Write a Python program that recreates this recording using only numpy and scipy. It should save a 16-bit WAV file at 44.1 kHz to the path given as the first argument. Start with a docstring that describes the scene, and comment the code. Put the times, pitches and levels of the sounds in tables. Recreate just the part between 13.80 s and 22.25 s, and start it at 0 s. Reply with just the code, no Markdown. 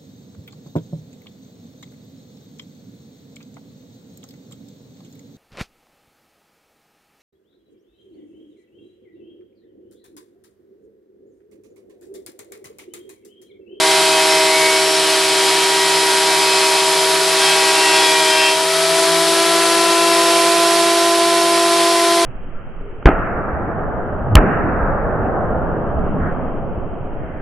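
"""In a small workshop, a benchtop planer and a shop vacuum run together.
The planer's spinning block has two knives and howls like a siren, because it chops the air twice a turn.
While a board is in the cut the block turns slower, and each knife blow rasps, rings the wood and tears chips.
The board leaves at 4.7 s and the block spins up again. Behind it the vacuum motor hums,
air rushes through hood, hose and fans (coloured noise), and low tones hum under the machines."""
import sys
import numpy as np
from scipy import signal
from scipy.fft import rfft, irfft
from scipy.io import wavfile

SR = 44100
rng = np.random.default_rng(int(sys.argv[2]) if len(sys.argv) > 2 else 0)


def unload_wav(signal):
    """Save mono or channel-first audio to the path in sys.argv[1] as 16-bit WAV at rate SR, clipped to [-1, 1]."""
    wavfile.write(
        sys.argv[1],
        SR,
        np.round(np.clip(np.atleast_2d(signal).T, -1, 1) * 32767).astype(np.int16),
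    )


N = 372644
TIME = np.arange(N) / SR
FREQ = np.maximum(np.arange(N // 2 + 1) * SR / N, 1)
LEFT_RIGHT = np.array([[1], [-1]])
EXIT_S = 4.7  # the board leaves the knives

# An "order" is how many times a tone repeats in one turn of its shaft.
# Shake of the unbalanced block (order 1), air chopped by the knives (orders 2 to 10), and a tone
# an octave below the motor whine (order 16), before room lifts and fades: order, level_db
PLANER_TONES = [(1, -43), (2, -30.5), (4, -21.5), (6, -19.5), (8, -35), (10, -41.5), (16, -47.5)]
# Fainter tones of the block and its drive, around which each level wanders: order, level_db
DRIVE_TONES = [(3, -38), (11, -43), (12, -41), (18, -44), (19, -41), (20, -35.5), (22, -45)]
# The howl swells or fades as the worker and the board move around the machine:
# middle_s, order, change_db, length_s
HOWL_FADES = [(0.647, 4, 2.5, 0.75), (1.25, 6, -4.5, 0.53), (2.05, 4, -8, 1), (3, 2, -3, 1.5),
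              (3.897, 4, -2, 1.2), (4.2, 6, 2.5, 0.39)]
WHINE_FREE_DB, WHINE_LOADED_DB = -34.5, -28.5  # motor whine, before the room lifts it
WHINE_ORDER = 31.9  # whine cycles per motor turn


def cutter_block(hz, turns, bite_db):
    """Two knives pass the lips each turn, so low even orders howl; the motor whines far above them."""
    levels = {round(order): db + standing_db(round(order) * hz) for order, db in PLANER_TONES}
    for middle_s, order, change_db, length_s in HOWL_FADES:
        levels[round(order)] = levels[round(order)] + change_db * swell(middle_s, length_s)
    shake = undb(levels.pop(1)) * tone(turns, 1, flutter=0.29)

    # the howl, and the tone below the whine
    even_tones = 0
    for order, db in levels.items():
        gain = undb(db + 0.5 * walk(0.83))
        even_tones = even_tones + gain * tone(turns, order, flutter=0.0096 * order)

    drive = 0
    for order, db in DRIVE_TONES:
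        drive = drive + undb(db + 2.8 * walk(0.79)) * tone(turns, round(order), flutter=0.3)

    # the belt slips under load, so the motor gains a little on the block
    loaded = bite_db > -12
    motor_turns = turns + np.cumsum(hz * 0.002 * loaded) / SR
    load = np.minimum(undb(bite_db), 1)
    whine_db = WHINE_FREE_DB + (WHINE_LOADED_DB - WHINE_FREE_DB) * load
    whine_gain = undb(whine_db + standing_db(WHINE_ORDER * hz))
    whine = whine_gain * tone(motor_turns, WHINE_ORDER, flutter=0.32, flutter_rate=11)
    return even_tones + drive + shake + whine


# Speed of the block while the board is in the cut: time_s, speed_hz (turns per second)
CUTTING_SPEED = [(0, 159.77), (0.6, 159.3), (2.1, 159.8), (2.9, 159.4), (3.2, 159.6), (3.5, 161.6),
                 (3.75, 160.5), (4.55, 158.7), (4.7, 159.3)]
LOADED_HZ, FREE_HZ = 159.3, 169.8  # turns per second at the exit, and running free
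SPIN_UP_S = 0.71  # time constant of the climb


def block_speed():
    """Turns per second: the board holds the block down, then it nears its free speed ever more gently."""
    free = FREE_HZ - (FREE_HZ - LOADED_HZ) * np.exp((EXIT_S - TIME) / SPIN_UP_S)
    return np.maximum(curves(CUTTING_SPEED)[0], free)


# Standing waves of the workshop, which the planer's tones sweep through: pitch_hz, width_hz, lift_db
STANDING_WAVES = [(164.6, 3.5, 6), (324.5, 3.2, -11), (338.4, 8, 12), (658.6, 11.3, 6.5), (678, 5, 5.5),
                  (976, 9, -10.5), (1003, 10, -3), (1011, 5.4, 3.5), (1304, 7.8, 10), (1340.7, 16, 11),
                  (1668, 26, 12.5), (2695, 37, 17.5), (5230, 40, -2), (5398, 10, 5)]


def standing_db(hz):
    """Lift or dip that the workshop's standing waves give a tone of this pitch."""
    return sum(db * np.exp(-((hz - centre) / width) ** 2) for centre, width, db in STANDING_WAVES)


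# Knife blows on the board, before bite, snipe and wander change them: order, level_db
KNIFE_BLOWS = [(3, -44), (5, -32), (7, -34), (9, -38), (10, -32), (11, -39), (12, -34), (13, -34),
               (14, -35), (15, -34), (16, -32), (17, -38), (18, -35), (19, -35), (20, -36), (21, -38),
               (22, -36), (23, -41), (24, -42), (25, -37), (26, -39), (28, -42), (29, -41), (30, -40),
               (31, -44), (33, -43), (34, -36), (35, -43), (37, -43)]
# A mode of the moving board meets an order and sings out; the order 32 row is a brief swell
# of the motor whine: middle_s, order, level_db, length_s
SINGING_TONES = [(.05, 13, -23, 0.19), (.36, 20, -25.5, 0.32), (0.385, 16, -26, 0.36), (.55, 34, -27, .18),
                 (.65, 13, -26.5, 0.46), (0.84, 14, -18, 0.16), (1.11, 34, -25, 0.27),
                 (2.03, 12, -29, 0.35), (2.78, 16, -27, 0.32), (3.686, 20, -22.5, 0.14),
                 (3.702, 32, -24, 0.11), (4.068, 34, -26, 0.22), (4.08, 17, -21.5, 0.19),
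                 (4.15, 12, -23, .5), (4.298, 21, -21.5, 0.23), (4.42, 15, -23, 0.39),
                 (4.547, 10, -25, 0.18), (4.627, 20, -19, 0.18), (4.65, 12, -26, .17),
                 (4.657, 17, -19, .15)]
# Colour of tearing fibres and flying chips, only the shape matters: pitch_hz, level_db
CHIP_COLOUR = [(100, -43), (300, -4.5), (550, 2.5), (820, -2), (1250, -9), (2000, -15), (3200, 1),
               (4400, 8), (5200, -3), (6500, -1), (7800, 3), (9500, -4), (12000, -27)]
RASP_DB, CHIPS_DB = -0.5, -27  # rasp shift, and chip level at a bite of 0 dB
# the tail of the board tips into the knives just before it leaves, and the blows ring harder
SNIPE_AT_S, SNIPE_LENGTH_S, SNIPE_DB = 4.65, 0.11, 5
# the loose end of the board chatters once it has left the infeed roller
CHATTER_FROM_S, CHATTER_ATTACK_S, CHATTER_DB = 4.3, 0.35, -35


def cutting(turns, bite_db):
    """Knife blows repeat with the turn and ring the board; each tears off a burst of chips."""
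    force_db = bite_db + RASP_DB + SNIPE_DB * swell(SNIPE_AT_S, SNIPE_LENGTH_S)
    # the board's modes shift as it feeds, so each order swells and fades on its own
    power = {}
    for order, db in KNIFE_BLOWS:
        power[round(order)] = undb(db + force_db + 1.5 * walk(0.92)) ** 2

    in_cut = np.minimum(undb(bite_db), 1) ** 2
    for middle_s, order, db, length_s in [*SINGING_TONES, *faint_sings(count=14)]:
        sing = in_cut * undb(db) ** 2 * swell(middle_s, length_s)
        power[round(order)] = power.get(round(order), 0) + sing
    # the blows, the singing tones and the swell of the whine
    tones = sum(np.sqrt(p) * tone(turns, order, flutter=0.23) for order, p in power.items())

    # one knife stands prouder than the other, and no two blows are alike
    blow = (2 * turns).astype(int)
    size = undb(1.1 * rng.standard_normal(N // 100)[blow] - 1.7 * (blow % 2))
    # a steady share, plus a burst that dies away over 0.2 of a turn
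    burst = 0.79 + size * np.exp(-(turns % 0.5) / 0.2)
    chips = undb(CHIPS_DB + bite_db) * noise(spectrum(CHIP_COLOUR, FREQ), burst)

    loose = np.clip((TIME - CHATTER_FROM_S) / CHATTER_ATTACK_S, 0, 1)
    rattle = noise(resonance(hz=2900, width_hz=3800), burst)
    chatter = loose * undb(CHATTER_DB + release_db()) * rattle
    return tones + chips + chatter


def faint_sings(count):
    """Chance meetings of a board mode with one of the orders 10 to 22, as rows like SINGING_TONES."""
    level_db, length_s = -35, 0.28
    chances = rng.random((count, 2))
    return [(EXIT_S * when, 10 + 12 * which, level_db, length_s) for when, which in chances]


RELEASE_S, RELEASE_DB_PER_S = 0.014, 380  # wait after the exit, then speed of the fall


def release_db():
    """0 dB while the board is in the cut; after it leaves, the cut dies away fast in the room."""
    return -RELEASE_DB_PER_S * np.clip(TIME - EXIT_S - RELEASE_S, 0, 0.5)


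# Suction motor: time_s, speed_hz (turns per second), level_db
VACUUM_MOTOR = [(0, 385.4, -20.5), (2.2, 386.5, -20), (3.5, 385.5, -20.5), (4.3, 385.8, -20.5),
                (4.75, 387.4, -22.5), (5.2, 385.7, -20), (6.8, 389.3, -22.5), (8.45, 387, -22)]
# Its main tone and overtones: order, change_db (added to the motor level)
VACUUM_TONES = [(1, 0.5), (3, -20.5), (6, -11.5), (7, -30.5)]


def vacuum():
    """The suction motor hums at its shaft rate, with a few overtones from the impeller."""
    hz, level_db = curves(VACUUM_MOTOR)
    turns = np.cumsum(hz) / SR
    tones = 0
    for order, change_db in VACUUM_TONES:
        tones = tones + undb(change_db) * tone(turns, round(order), flutter=0.052 * order)
    return undb(level_db) * tones


# Colour of the rush through hood, hose and fans, only the shape matters: pitch_hz, level_db
AIR_COLOUR = [(25, -32), (80, -32), (130, -25), (180, -13), (250, -12.5), (310, -3), (400, 1), (560, -7),
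              (740, 0.5), (1150, -0.5), (2200, -1.5), (2750, -1.5), (3400, -0.5), (4400, 1.5), (5200, -1.5),
              (6700, -6), (8500, -4), (10800, -4.5), (12000, -11.5)]
# Resonances of hood, hose and housings that colour the rush: pitch_hz, width_hz, lift_db
HOLLOW_PARTS = [(636, 34, 8), (726, 23, 5), (905, 29, 2.5), (1355, 36, 1), (1455, 80, 3), (1820, 100, 2.5),
                (1950, 47, 2.5), (2540, 28, 4.5), (3180, 210, 2.5), (3240, 67, 0.5), (3890, 140, 2),
                (4350, 64, 0), (4880, 81, 1.5), (5700, 32, 2.5), (6260, 59, 1), (9830, 120, 0)]
# Loudness of the rush, which also wavers a little: time_s, level_db
AIR_LOUDNESS = [(0, -17.3), (1.2, -18.5), (3.3, -17.5), (4.2, -17), (4.75, -20), (5.15, -17.3), (6.4, -17),
                (7.3, -18.5)]


def air():
    """Turbulent rush, coloured by the hollow parts that it passes through."""
    colour = 1 + sum((undb(db) - 1) * resonance(hz, width) for hz, width, db in HOLLOW_PARTS)
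    level_db = curves(AIR_LOUDNESS)[0] + 0.33 * walk(4.6)
    return undb(level_db) * noise(spectrum(AIR_COLOUR, FREQ) * colour)


# Low hum of the motors and their stand: base_hz (sounds at 0.98 of this), level_db
LOW_HUM = [(100, -66.5), (131, -63), (195, -63)]


def hum():
    """Low tones under the machines, steady in pitch and fluttering in size."""
    return sum(undb(db) * tone(hz * TIME, 0.98, flutter=0.3) for hz, db in LOW_HUM)


# Stereo width from the wall reflections; tones scale it further: pitch_hz, side_minus_mid_db
STEREO_WIDTH = [(40, -12), (160, -9), (350, -14), (520, -15), (750, -15.5), (1150, -17), (2070, -13.5),
                (3730, -12), (6730, -8), (12100, -7.5)]


def tone(turns, order, flutter, flutter_rate=18, spread=0.22):
    """One order of a shaft; turbulence shakes its size and phase, the walls shift it between the ears."""
    angle = (2 * np.pi * ((order * turns + rng.random()) % 1)).astype(np.float32)
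    wave = (1 + flutter * walk(flutter_rate)) * np.sin(angle)
    wave = wave + flutter * walk(flutter_rate) * np.cos(angle)
    mean_hz = order * turns[-1] / TIME[-1]
    side = spectrum(STEREO_WIDTH, mean_hz) * (spread + flutter) * walk(4.3)
    return wave + LEFT_RIGHT * side * np.cos(angle)


def noise(gain, envelope=1):
    """Stereo noise, shaped in time, then coloured, then set to unit level; the treble is widest."""
    mid = irfft(rfft(envelope * rng.standard_normal(N)) * gain, N)
    side_gain = gain * spectrum(STEREO_WIDTH, FREQ)
    side = irfft(rfft(envelope * rng.standard_normal(N)) * side_gain, N)
    return (mid + LEFT_RIGHT * side) / mid.std()


def resonance(hz, width_hz):
    """Gain of a resonance that peaks at 1 and is `width_hz` wide at half height."""
    return 1 / (1 + ((FREQ - hz ** 2 / FREQ) / width_hz) ** 2)


def swell(middle_s, length_s):
    """A bell curve in time, `length_s` seconds wide at half height."""
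    return 0.5 ** ((2 * (TIME - middle_s) / length_s) ** 2)


def walk(rate):
    """Smooth random wander of unit spread, with little movement above about `rate` Hz."""
    steps = rng.standard_normal(2048)
    slow = irfft(rfft(steps) * np.exp(-(np.arange(1025) / (10 * rate)) ** 2))
    return np.interp(TIME, np.linspace(0, 10, len(slow)), slow / slow.std())


def undb(db):
    """Decibels to gain."""
    return 10 ** (np.asarray(db) / 20)


def curves(table):
    """Each column of a time table, joined by straight lines."""
    seconds, *columns = np.transpose(table)
    return [np.interp(TIME, seconds, column) for column in columns]


def spectrum(table, hz):
    """Gain of a pitch and decibel table at the given frequencies."""
    points, db = np.transpose(table)
    return undb(np.interp(np.log(hz), np.log(points), db))


# How hard the knives bite, until the board leaves: time_s, bite_db
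KNIFE_BITE = [(0, 2.5), (.3, 2), (1.15, 0.5), (1.6, 2.5), (2.25, 0.5), (2.8, 3), (3.15, -1.5), (3.4, -9),
              (3.62, 3.5), (3.9, 3), (4.2, 3.5), (4.47, 0.5)]


def scene():
    """Planer and vacuum running together, all layers added."""
    hz = block_speed()
    turns = np.cumsum(hz) / SR
    bite_db = curves(KNIFE_BITE)[0] + release_db()
    planer = cutter_block(hz, turns, bite_db) + cutting(turns, bite_db)
    return planer + vacuum() + air() + hum()


# Drift of the sound between the ears: time_s, left_minus_right_db
BALANCE = [(0, 0), (4, 0.3), (5.2, 1.4), (6.25, 1.4), (6.7, -1), (8.45, .1)]
TOP_HZ = 12050  # hardly anything is left above this


def record(dry):
    """The balance wanders a little; the highest peaks are clipped and the top is cut steeply."""
    balanced = dry * undb(curves(BALANCE)[0] * LEFT_RIGHT / 2)
    sound = np.clip(balanced, -0.88, 0.88)
    lowpass = signal.ellip(14, 0.2, 90, TOP_HZ, fs=SR, output="sos")
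    return signal.sosfilt(lowpass, sound)


dry = scene()
out = record(dry)
unload_wav(out)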